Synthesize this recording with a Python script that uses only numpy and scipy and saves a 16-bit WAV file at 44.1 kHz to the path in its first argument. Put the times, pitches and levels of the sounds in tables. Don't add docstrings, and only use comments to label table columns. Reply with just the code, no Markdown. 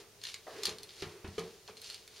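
import sys
import numpy as np
from scipy import signal
from scipy.fft import rfft, irfft, next_fast_len
from scipy.io import wavfile
from scipy.ndimage import map_coordinates

SR = 44100
rng = np.random.default_rng(int(sys.argv[2]) if len(sys.argv) > 2 else 0)


def pcm_store(signal):
    levels = np.round(np.clip(np.atleast_2d(signal), -1, 1) * 32767)
    wavfile.write(sys.argv[1], SR, levels.astype(np.int16).T)


N = 97020
T = np.arange(SR // 2) / SR

# start in seconds, level in dB, treble tilt in dB per octave.
CLAW_SNAGS = [(0.2154, -42.5, -4), (0.2373, -30.5, 4.5), (0.2525, -30.5, -9), (0.2694, -32.5, -2.5),
              (0.2872, -35, -2.5), (.342, -29, 0.5), (0.6342, -24.5, 3), (0.6536, -18.5, -1),
              (.656, -24.5, 9), (0.6598, -35, -4), (0.6679, -27, 0), (.693, -31, 1), (0.7842, -38.5, 4),
              (0.832, -35.5, 7), (.8918, -41.5, -12), (.9062, -45.5, -5), (1.0038, -43, -17),
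              (1.022, -34.5, 2), (1.277, -45, 1), (1.3937, -33, 5), (1.677, -44, -4), (1.7691, -42.5, -2),
              (1.7758, -45.5, 3), (1.8165, -40, 17), (1.843, -41, 1), (1.9, -33, 1), (1.944, -34, 1),
              (2.0768, -41, 5)]
# frequency in Hz, level in dB, t60 in seconds.
CLAW_MODES = [(3590, -8, 0.021), (4167, 2, .014), (4643, -9.5, 0.038)]
# frequency in Hz, level in dB.
SNAP_COLOUR = [(200, -14), (1100, -10), (2800, 1.5), (4400, 5), (6500, -1), (8500, -6), (11000, -8.5),
               (15500, -27)]
# start in seconds, hollow ring in dB, its pitch ratio, floor thump in dB,
# pad slap in dB, slap cut-off in Hz.
LANDINGS = [(0.667, -58, .98, -60, -42, 3000), (0.681, -37.5, .98, -61.5, -41.5, 3000),
            (1.0219, -35, 0.93, -47.5, -33.5, 5800), (1.244, -42.5, .88, -45.5, -37.5, 3520),
            (1.380, -29, 1.01, -51, -34, 7500), (1.694, -48.5, 1.05, -72, -48.5, 4940)]
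# start in seconds, thump level in dB.
WEIGHT_SETTLES = [(0.715, -55.5), (1.064, -49), (1.281, -41), (1.432, -56)]
# frequency in Hz, level in dB, t60 in seconds.
HOLLOW_MODES = [(169.7, -17, 0.22), (376, -15.5, 0.39), (415, 5.5, 0.07), (439.7, -8.5, 0.33),
                (624, -14, 0.12), (1218.5, -11.5, 0.086)]
# frequency in Hz, level in dB, t60 in seconds.
FLOOR_MODES = [(65, -14, 0.17), (90, 5, 0.13), (118, -5.5, 0.15), (194.3, 0, 0.11)]
# frequency in Hz, level in dB.
SLAP_COLOUR = [(60, -8.5), (200, 13), (270, -19.5), (370, -12), (680, -5), (1400, -10), (2400, -6),
               (6000, -13), (15000, -12)]
# time in seconds, level in dB.
SCRATCH_LEVELS = [(0, -55), (.08, -82), (.21, -68), (.24, -50), (.29, -47.5), (.42, -66), (.55, -55),
                  (.615, -55), (.630, -50), (.69, -44.5), (.79, -65.5), (.88, -61), (1.01, -52.5),
                  (1.2, -68), (1.40, -57), (1.655, -70), (1.685, -58), (1.745, -71), (1.85, -50.5),
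                  (1.92, -50), (2.08, -67.5), (2.18, -53.5)]
# start in seconds, level in dB, t60 in seconds, starting speed as a ratio.
PAW_SKIDS = [(.466, -44.5, .42, 1.0), (1.682, -45, .09, 1.35)]
# frequency in Hz, level in dB.
SKID_COLOUR = [(200, -19), (520, 2.5), (820, 2.5), (980, -8), (1250, -2.5), (1600, -13.5), (1950, -4.5),
               (2400, -24), (8000, -31.5)]
# time in seconds, level in dB.
BRUSH_LEVELS = [(0, -55.5), (.12, -67), (.455, -67.5), (.56, -47.5), (.72, -53.5), (.93, -66),
                (1.08, -52.5), (1.3, -62), (1.45, -53), (1.64, -71), (1.735, -61), (1.82, -67), (2.1, -68),
                (2.19, -59.5)]
# frequency in Hz, level in dB.
BRUSH_COLOUR = [(40, -32), (100, -14.5), (270, -17), (425, 3.5), (560, -15.5), (900, -15.5), (2200, -16.5),
                (12000, -39)]
# frequency in Hz, t60 in seconds.
ROOM_DECAY = [(400, 0.45), (1800, 0.24), (5000, 0.1)]
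# frequency in Hz, level in dB.
AIR_COLOUR = [(25, -10), (100, 0), (270, -11.5), (420, -4), (640, -7.5), (1500, -14.5), (2850, -12.5),
              (5900, -11), (15500, -21)]
# frequency in Hz, left-right correlation.
CAT_LIKENESS = [(400, 0.99), (3500, 0.96), (8000, 0.62), (13000, 0.2)]
# frequency in Hz, left-right correlation.
AIR_LIKENESS = [(100, 0.86), (4000, 0.3)]

SNAP_ATTACK_S, SNAP_T60_S, TILT_FROM_HZ, CLAW_RING_DB = 0.0004, 0.011, 4300, -4
PAD_ATTACK_S, SLAP_T60_S = 0.0018, 0.077
FLICKS_PER_S, FLICK_SPREAD_DB = 6000, 0.84


def claw_snags():
    out = np.zeros((2, N))
    for start, db, tilt_db in CLAW_SNAGS:
        colour = [(hz, a + tilt_db * max(0, np.log2(hz / TILT_FROM_HZ))) for hz, a in SNAP_COLOUR]
        snap = noise(colour, len(T)) * rise(SNAP_ATTACK_S) * fade(SNAP_T60_S)
        snap += amp(CLAW_RING_DB) * ring(CLAW_MODES, SNAP_ATTACK_S)
        add(out, start, amp(db) * in_room(low_cut(snap, hz=730), wet_db=-4))
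    return out


def paw_landings():
    out = np.zeros((2, N))
    for start, ring_db, pitch, thump_db, slap_db, top_hz in LANDINGS:
        softened = [(hz, db - 10 * np.log10(1 + (hz / top_hz) ** 8)) for hz, db in SLAP_COLOUR]
        slap = noise(softened, len(T)) * rise(PAD_ATTACK_S) * fade(SLAP_T60_S)
        modes = [(hz * pitch, db, t60) for hz, db, t60 in HOLLOW_MODES]
        add(out, start, amp(ring_db) * in_room(ring(modes, attack_s=0.0031), wet_db=-9))
        add(out, start, amp(thump_db) * ring(FLOOR_MODES, attack_s=0.0013))
        add(out, start, amp(slap_db) * in_room(low_cut(slap, hz=307), wet_db=-3))
    for start, db in WEIGHT_SETTLES:
        add(out, start, amp(db) * ring(FLOOR_MODES, attack_s=0.0037))
    return out


def fibre_scratch(peak_hz=4290, half_width_hz=170, peak_db=1.5):
    flicks = (rng.random((2, N)) < FLICKS_PER_S / SR) * rng.standard_normal((2, N))
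    sizes = amp(FLICK_SPREAD_DB * rng.exponential(size=(2, N)))
    resonance = lambda hz: amp(peak_db / (1 + ((hz - peak_hz) / half_width_hz) ** 2))
    crackle = filtered(flicks * sizes, resonance)
    return level(SCRATCH_LEVELS) * stereo(crackle, SNAP_COLOUR, CAT_LIKENESS)


def paw_skids(end_share=0.7, slowing_s=0.1):
    slowing = end_share + (1 - end_share) * np.exp(-T / slowing_s)
    out = np.zeros((2, N))
    for start, db, t60, first_speed in PAW_SKIDS:
        pile = noise(SKID_COLOUR, len(T))
        position = np.cumsum(first_speed * slowing)
        swish = np.array([map_coordinates(side, [position]) for side in pile])
        add(out, start, amp(db) * swish * rise(PAD_ATTACK_S) * fade(t60))
    return out


def leg_brush():
    return level(BRUSH_LEVELS) * noise(BRUSH_COLOUR, N)


def near_walls(x, count=8, span_s=0.023, echo_db=-11.5):
    delays = rng.uniform(0.0752, 1, count) * span_s
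    signs = rng.choice([-1, 1], count)
    echoes = lambda hz: sum(g * np.exp(-2j * np.pi * hz * d) for d, g in zip(delays, signs))
    return filtered(x, lambda hz: 1 + amp(echo_db) / np.sqrt(count) * echoes(hz))


def in_room(x, wet_db, wall_delay_s=0.0016):
    direct = x * np.ones((2, 1))
    white = noise([(1, 0), (SR, 0)], len(T))
    hz, t, spectra = signal.stft(white, SR, nperseg=256)
    decay = np.exp(-np.log(1000) * t / along(ROOM_DECAY, hz)[:, None])
    tail = signal.istft(spectra * decay, SR)[1][:, :len(T)]
    tail *= 1 - np.exp(-(T / wall_delay_s) ** 2)
    tail /= np.linalg.norm(tail[0])
    wet = signal.fftconvolve(direct.mean(0)[None], tail, axes=1)[:, :len(T)]
    return direct + amp(wet_db) * wet


def room_tone(db=-61):
    return amp(db) * noise(AIR_COLOUR, N, AIR_LIKENESS)


def ring(modes, attack_s, detune=0.008):
    chance = rng.standard_normal((len(modes), 2))
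    tones = sum(amp(db + stray_db) * fade(t60) * np.sin(2 * np.pi * hz * (1 + detune * stray) * T)
                for (hz, db, t60), (stray_db, stray) in zip(modes, chance))
    return tones * rise(attack_s)


def low_cut(x, hz):
    return signal.sosfilt(signal.butter(2, hz, "highpass", fs=SR, output="sos"), x)


def noise(colour, samples, likeness=CAT_LIKENESS):
    return stereo(rng.standard_normal((2, samples)), colour, likeness)


def stereo(pair, colour, likeness):
    def response(hz):
        angle = np.arccos(np.clip(along(likeness, hz), -1, 1)) / 2
        return amp(along(colour, hz)) * [np.cos(angle), np.sin(angle)]
    mid, side = filtered(pair, response)
    both = np.array([mid + side, mid - side])
    return both / np.sqrt(np.mean(both ** 2) + 1e-20)


def filtered(x, response):
    n = x.shape[-1]
    padded = next_fast_len(n + 8192)
    return irfft(rfft(x, padded) * response(np.fft.rfftfreq(padded, 1 / SR)), padded)[..., :n]


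def amp(db):
    return 10 ** (np.asarray(db) / 20)


def along(points, hz):
    freqs, values = np.transpose(points)
    return np.interp(np.log(hz + 1), np.log(freqs + 1), values)


def level(points):
    return amp(np.interp(np.arange(N) / SR, *np.transpose(points)))


def rise(attack_s):
    return 1 - np.exp(-T / attack_s)


def fade(t60):
    return np.exp(-np.log(1000) * T / t60)


def add(out, start_s, x):
    part = out[:, max(0, round(start_s * SR)):][:, :x.shape[-1]]
    part += x[..., :part.shape[1]]


def scene():
    background = room_tone()
    claws = near_walls(claw_snags() + fibre_scratch())
    return claws + paw_landings() + paw_skids() + leg_brush() + background


def record(dry, notch_hz=7770, half_width_hz=160, top_hz=15800):
    notch = lambda hz: 1 - np.exp(-((hz - notch_hz) / half_width_hz) ** 2)
    return filtered(dry, lambda hz: notch(hz) * (hz < top_hz))


dry = scene()
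out = record(dry)
pcm_store(out)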